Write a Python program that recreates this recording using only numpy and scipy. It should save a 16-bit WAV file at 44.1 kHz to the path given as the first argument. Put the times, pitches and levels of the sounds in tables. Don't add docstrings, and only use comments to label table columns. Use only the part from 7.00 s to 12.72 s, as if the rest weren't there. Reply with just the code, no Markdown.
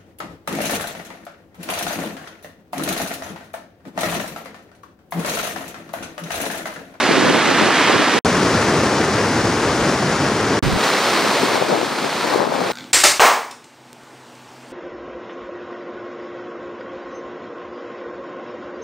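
import sys
import numpy as np
from scipy import signal
from scipy.fft import rfft, irfft, next_fast_len
from scipy.io import wavfile

SR = 44100
rng = np.random.default_rng(int(sys.argv[2]) if len(sys.argv) > 2 else 0)


def pcm_store(signal):
    levels = np.round(np.clip(np.atleast_2d(signal), -1, 1) * 32767)
    wavfile.write(sys.argv[1], SR, levels.astype(np.int16).T)


N = 252252

# start t/s, end t/s
SPOTS = [(0, 1.190), (1.248, 3.593), (3.625, 5.72)]
BOIL_HZ = 600


def from_db(db):
    return 10 ** (np.asarray(db) / 20)


def rms_one(x):
    return x / np.sqrt(np.mean(x ** 2) + 1e-20)


def at_hz(table, hz):
    at, *columns = np.transpose(table)
    return [np.interp(np.log(hz + 1), np.log(at), column) for column in columns]


def drift(n, rate):
    step, run_in = 40, 2000
    r = np.exp(-2 * np.pi * rate * step / SR)
    noise = rng.standard_normal(n // step + run_in + 2)
    slow = signal.lfilter([1], [1, -2 * r, r * r], noise)[run_in:]
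    return np.interp(np.arange(n) / step, np.arange(len(slow)), rms_one(slow))


def froth(n, per_s, spread_db, patchy_db):
    boil_db = 0.5
    hz = np.fft.rfftfreq(n, 1 / SR)
    together = drift(n, 9.3)
    burst_db = spread_db * np.minimum(rng.exponential(1, (2, n)), 4)
    sizes = from_db(burst_db) * rng.standard_normal((2, n))
    scatter = np.exp(1j * np.cumsum(rng.uniform(0, .2, len(hz))))
    bursts = sizes * (rng.random((2, n)) < per_s / SR)
    swarm = rfft(bursts) * scatter
    half_octave = 2 * np.log2(np.maximum(hz, 25) / 25)
    out = 0
    for k in range(20):
        overlap = np.clip(1 - abs(half_octave - k), 0, 1)
        band = irfft(swarm * overlap, n)
        flicker_db = patchy_db + boil_db * (25 * 2 ** (k / 2) < BOIL_HZ)
        out = out + band * from_db(flicker_db * (0.84 * together + drift(n, 11.0)))
    return hz, rfft(out)


def river(colour, image, levels, follows, n, start):
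    size = next_fast_len(n)
    hz, (direct, diffuse) = froth(size, per_s=14000, spread_db=1.5, patchy_db=0.4)
    (colour_db,) = at_hz(colour, hz)
    balance_db, alike, lead = at_hz(image, hz)
    side = np.array([[1], [-1]])
    mix = np.sqrt((1 + alike) / 2) * direct + side * np.sqrt((1 - alike) / 2) * diffuse
    phase = side * .5j * np.clip(lead, -np.pi, np.pi)
    ports = mix * np.exp(phase) * from_db(colour_db + side * balance_db / 2)

    middle = (hz > 2500) & (hz < 8000)
    share = np.sum(abs(ports[:, middle]) ** 2) / np.sum(abs(ports) ** 2)
    roar = rms_one(irfft(ports, size)) / np.sqrt(share)
    s, db = np.transpose(levels)
    level_db = np.interp(start + np.arange(n) / SR, s, db)

    rumble = irfft(rfft(roar) / (1 + (hz / BOIL_HZ) ** 2), size)
    lag_db = (follows - 1) * (level_db - level_db.mean())
    balanced = roar[:, :n] + rumble[:, :n] * (from_db(lag_db) - 1)
    return balanced * from_db(level_db)


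def wind_db(t):
    # t/s, left level/dB, right level/dB
    breeze = [(0, -29.5, -32), (1.19, -28, -27.5), (3.8, -43, -41), (4.2, -33, -39), (4.55, -22.5, -32),
              (4.67, -27, -38), (4.8, -26, -34), (4.9, -27.5, -46), (5.6, -40, -37)]
    # full strength from t/s, held/s, left level/dB, right level/dB
    gusts = [(0.045, 0.008, -26, -25), (0.105, 0.01, -18, -17.5), (0.17, 0.019, -22, -16),
             (0.225, 0.075, -19, -16), (0.35, 0.035, -23, -17.5), (0.452, 0.006, -24, -21),
             (0.495, 0.025, -19, -20), (0.6, 0.015, -21, -23), (0.637, 0.004, -22, -23),
             (0.662, 0.03, -23, -20), (0.895, 0.01, -26, -24), (0.94, 0.0085, -19, -17),
             (1.0, 0.01, -20, -26), (1.14, 0.056, -36, -19.5), (3.625, 0.055, -18, -15),
             (3.73, 0.029, -19, -16), (3.855, 0.01, -28, -36), (4.145, 0.008, -26, -36),
             (4.232, 0.033, -19, -26), (4.3, 0.035, -25, -34), (4.43, 0.01, -22, -33),
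             (4.52, 0.045, -15.5, -25), (4.6, 0.036, -21, -30), (4.722, 0.028, -15, -23),
             (4.815, 0.013, -20, -36), (5.045, 0.0093, -18, -37), (5.235, 0.055, -23, -42),
             (5.335, 0.03, -15.5, -22.5), (5.385, 0.023, -16, -22), (5.43, 0.058, -21.5, -34),
             (5.49, 0.02, -18, -29), (5.52, 0.13, -18.5, -29), (5.7, 0.017, -27, -39)]
    rise_db_per_s, fall_db_per_s = 362, 335
    s, *breeze_db = np.transpose(breeze)
    power = from_db([2 * np.interp(t, s, db) for db in breeze_db])
    for peak_s, held_s, *db in gusts:
        before_db = rise_db_per_s * (peak_s - t)
        after_db = fall_db_per_s * (t - peak_s - held_s)
        loss_db = np.clip(np.maximum(before_db, after_db), 0, 60)
        power = power + from_db(2 * (np.array(db)[:, None] - loss_db))
    return 10 * np.log10(power)


def add_eddy(track, s, size, hz, cycles):
    half = int(cycles * SR / hz)
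    t = np.arange(-half, half) / SR
    i = int(s * SR) - half
    if 0 <= i < N - 2 * half:
        bell = np.exp(-(2.5 * t * hz / cycles) ** 2) * np.hanning(2 * half) ** .25
        track[i:i + 2 * half] += size * np.cos(2 * np.pi * hz * t + .6) * bell


def wind(count, spread_db, lumpy_db):
    # t/s, typical f/Hz, spread either way/octaves
    eddies = [(0, 323, 0.9), (1.19, 328, 1), (3.62, 162, 1.7), (3.765, 150, 1.6), (3.78, 350.1, 1.1),
              (4.3, 370, 0.83), (4.6, 520, 1.4), (5.2, 527, 1.4), (5.4, 565, 1.34)]
    # t/s, peak level before mixing and filtering/dB, f/Hz, port (0 left, 1 right)
    thuds = [(0.1108, -1.7, 390.0, 0), (0.182, -2.9, 270.0, 1), (0.2254, -5.3, 340.0, 1),
             (0.2519, -4.3, 460.0, 1), (0.3093, -2.3, 350.0, 0), (0.3493, -6.4, 350.0, 1),
             (0.3758, -5.7, 390.0, 1), (0.4914, -3.2, 390.0, 1), (0.5131, -3.5, 580.0, 1),
             (0.6137, -6.2, 350.0, 0), (0.6894, -5.1, 530.0, 1), (0.899, -1.1, 550.0, 1),
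             (0.9385, -5.5, 470.0, 0), (0.9996, -5.4, 290.0, 0), (4.2499, -7.6, 460.0, 0),
             (4.4343, -3.2, 350.0, 0), (4.5468, -6.7, 380.0, 0), (4.5577, -3.7, 870.0, 0),
             (4.5798, -3.8, 600.0, 0), (4.6242, 0, 620.0, 0), (4.6918, -9.1, 410.0, 0),
             (4.7119, -6.2, 670.0, 0), (4.7234, -4.8, 600.0, 0), (4.7288, -5.3, 480, 0),
             (4.7326, -7.4, 750.0, 0), (4.7392, -4.0, 720.0, 0), (4.7477, -4.3, 580.0, 0),
             (4.756, -7.9, 670.0, 0), (4.7647, -7.9, 1020.0, 0), (4.7896, -7.6, 460.0, 0),
             (4.815, -5.4, 620.0, 0), (4.8304, -7.7, 490.0, 0), (5.3389, -2.3, 830.0, 0),
             (5.3472, -1.6, 690.0, 0), (5.3597, -2.2, 380.0, 0), (5.3777, -5.1, 420.0, 0),
             (5.3809, -8.3, 690, 1), (5.3926, -7.7, 690.0, 0), (5.4058, 0, 900.0, 0),
             (5.4295, -5.5, 870.0, 0), (5.4573, -8.9, 870.0, 0), (5.4756, -6.7, 460.0, 0),
             (5.5226, -10.1, 450, 1), (5.5243, -6.6, 640.0, 0), (5.5479, -9.7, 850.0, 0),
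             (5.5656, -7.1, 620.0, 0), (5.617, -8.2, 580.0, 0), (5.7021, -5.7, 600.0, 0)]
    low_cut_hz, bypass_from_s, bypass_to_s = 141, 1.248, 3.771
    spill_db = -26.0
    shared_hz, shared_db = 150, -6
    lull_s, lull_db = 0.004, 6

    out, t = np.zeros((2, N)), np.arange(N) / SR
    gust_db = wind_db(t[::100])
    for port in range(2):
        when, size, up, down = rng.random((count, 4)).T
        when = when * N / SR
        s, typical_hz, octaves = np.transpose(eddies)
        offset = np.interp(when, s, octaves) * (up - down)
        hz = np.interp(when, s, typical_hz) * 2 ** offset
        sizes = from_db(-spread_db * np.log(np.maximum(size, .02))) * rng.choice([-1, 1], count)
        sizes = sizes * (hz / np.mean(hz)) ** .5
        for row in zip(when, sizes, hz):
            add_eddy(out[port], *row, cycles=1.3)
        lumpy = rms_one(out[port] * from_db(lumpy_db * drift(N, 20.0)))
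        out[port] = lumpy * from_db(np.interp(t, t[::100], gust_db[port]))
    out[:, (t > SPOTS[0][1]) & (t < SPOTS[2][0])] = 0

    half = int(3.0 * lull_s * SR)
    dip = np.exp(-(np.arange(-half, half) / SR / lull_s) ** 2)
    for s, peak_db, hz, port in thuds:
        i = int(s * SR)
        out[port, i - half:i + half] *= from_db(-lull_db * dip)
    for s, peak_db, hz, port in thuds:
        add_eddy(out[port], s, from_db(peak_db) * rng.choice([-1, 1]), hz, cycles=1.8)

    out = out + from_db(spill_db) * out[::-1]
    low_pass = signal.butter(1, shared_hz, fs=SR, output="sos")
    shared = out + from_db(shared_db) * signal.sosfilt(low_pass, out[::-1])
    low_cut = signal.butter(3, low_cut_hz, "high", fs=SR, output="sos")
    filtered = signal.sosfilt(low_cut, shared)
    return np.where((t > bypass_from_s) & (t < bypass_to_s), out, filtered)


def coder_smear(ending):
    level_db, held_s, t60_s, dull_hz = -29.5, 0.013, 0.015, 1720
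    low_pass = signal.butter(3, dull_hz, fs=SR, output="sos")
    dull = signal.sosfilt(low_pass, ending)
    falling_s = np.maximum(np.arange(ending.shape[1]) / SR - held_s, 0)
    return dull * from_db(level_db - 60 * falling_s / t60_s)


def scene():
    # f/Hz, relative level per Hz/dB
    rapids = [(35.0, -85.0), (60.0, -78.4), (100.0, -60.7), (280.0, -46.0), (450.0, -50.1), (720.0, -48.6),
              (1150.0, -48.9), (1800.0, -49.7), (2800.0, -54.7), (4300.0, -59.2), (6300.0, -64.8),
              (8500.0, -69.0), (11000.0, -73.4), (15500.0, -81.2)]
    bridge = [(35.0, -73.6), (60.0, -57.4), (100.0, -48.2), (280.0, -44.8), (450.0, -47.1), (720.0, -51.8),
              (1150.0, -51.9), (1800.0, -55.6), (2800.0, -62.7), (3900.0, -65.2), (5300.0, -64.2),
              (6600.0, -67.4), (8500.0, -71.9), (11000.0, -77.0), (15500.0, -84.3)]
    breakers = [(35.0, -86.0), (60.0, -78.0), (100.0, -61.7), (180.0, -53.0), (280.0, -49.8),
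                (450.0, -48.6), (720.0, -49.9), (1050.0, -49.2), (1800.0, -53.8), (2300.0, -55.3),
                (2900.0, -59.0), (4300.0, -58.6), (6300.0, -65.9), (8500.0, -69.5), (11000.0, -75.4),
                (15500.0, -80.5)]
    # f/Hz, left minus right/dB, left-right likeness (0-1), left leads/rad
    rapids_image = [(300, -1.2, 0.995, 0.0), (700, -1.2, 0.995, 0.0), (1300, -1.4, 0.987, -0.02),
                    (2000, -1.6, 0.972, -0.04), (2700, -1.4, 0.957, -0.07), (3700, -2.6, 0.889, -0.21),
                    (5000, -1.0, 0.684, -1.06), (6500, -2.0, 0.636, -1.63), (8200, -0.1, 0.608, -2.14),
                    (9800, -0.0, 0.77, -2.87), (11000, 0, 1, -3.14), (15000, 0, 1, -3.14)]
    bridge_image = [(40, 0, 0.997, 0), (150, 0, 0.9995, 0), (300, 0.7, 0.996, 0.01), (700, 2.5, 0.993, 0.0),
                    (1300, 2.2, 0.993, 0.0), (2000, 1.4, 0.98, 0.02), (2700, 2.8, 0.761, 0.54),
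                    (3700, 2.2, 0.779, 0.73), (5000, 3.6, 0.805, 0.35), (6500, 3.6, 0.65, 0.6),
                    (8200, 0.1, 0.623, 1.75), (9800, 0.3, 0.617, 2.31), (11300, 0.2, 0.8, 2.95),
                    (12300, 0, 1, 3.14)]
    breakers_image = [(300, 0.3, 0.995, 0.0), (700, 0.3, 0.995, 0.0), (1300, 0.1, 0.997, -0.0),
                      (2000, 0.1, 0.986, 0.01), (2700, -0.6, 0.759, 0.22), (3700, 0.5, 0.834, 0.3),
                      (5000, 0.3, 0.975, 0.03), (6500, 1.6, 0.595, 0.83), (8200, 0.5, 0.614, 0.6),
                      (9800, 1.0, 0.482, 1.3), (11500, 0.6, 0.366, 1.83), (15000, 0.6, 0.353, 2.26)]
    # t/s, rms level of 2.5-8 kHz before record()/dB
    river_levels = [
        [(0.0, -22.5), (0.33, -23.5), (0.8, -21.5), (1.05, -22.5), (1.19, -23)],
        [(1.25, -25.5), (1.8, -27), (2.42, -28), (2.75, -28), (3.59, -28.5)],
        [(3.63, -28.5), (3.77, -28), (3.84, -23.5), (4.3, -24), (4.53, -25.5), (4.62, -29), (4.72, -29.5),
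         (4.8, -30.5), (5.33, -28), (5.4, -32), (5.48, -35.5), (5.55, -32), (5.62, -32), (5.7, -31)],
    ]
    rumble_follows = (0.95, 0.62, 0.82)

    out = np.zeros((2, N))
    gusts = wind(count=4500, spread_db=1.6, lumpy_db=2.2)
    colours = (rapids, bridge, breakers)
    images = (rapids_image, bridge_image, breakers_image)
    spots = zip(SPOTS, colours, images, river_levels, rumble_follows)
    for (start, end), colour, image, levels, follows in spots:
        i, j = int(start * SR), min(int(end * SR), N)
        out[:, i:j] = river(colour, image, levels, follows, j - i, start) + gusts[:, i:j]
        if j == N:
            break
        n = SR // 40
        out[:, j:j + n] = coder_smear(out[:, j - n:j])
    return out


def record(dry):
    # f/Hz, width/Hz, depth (0-1)
    notches = [(7500, 150, .5), (15030, 150, .8)]
    cutoff_hz = 15740
    out = dry / (1 + np.abs(dry / 1.15) ** 6) ** (1 / 6)
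    for hz, width, depth in notches:
        band = signal.lfilter(*signal.iirpeak(hz, hz / width, fs=SR), out)
        out = out - depth * band
    top_cut = signal.ellip(14, .3, 85, cutoff_hz, fs=SR, output="sos")
    return signal.sosfilt(top_cut, out)


dry = scene()
out = record(dry)
pcm_store(out)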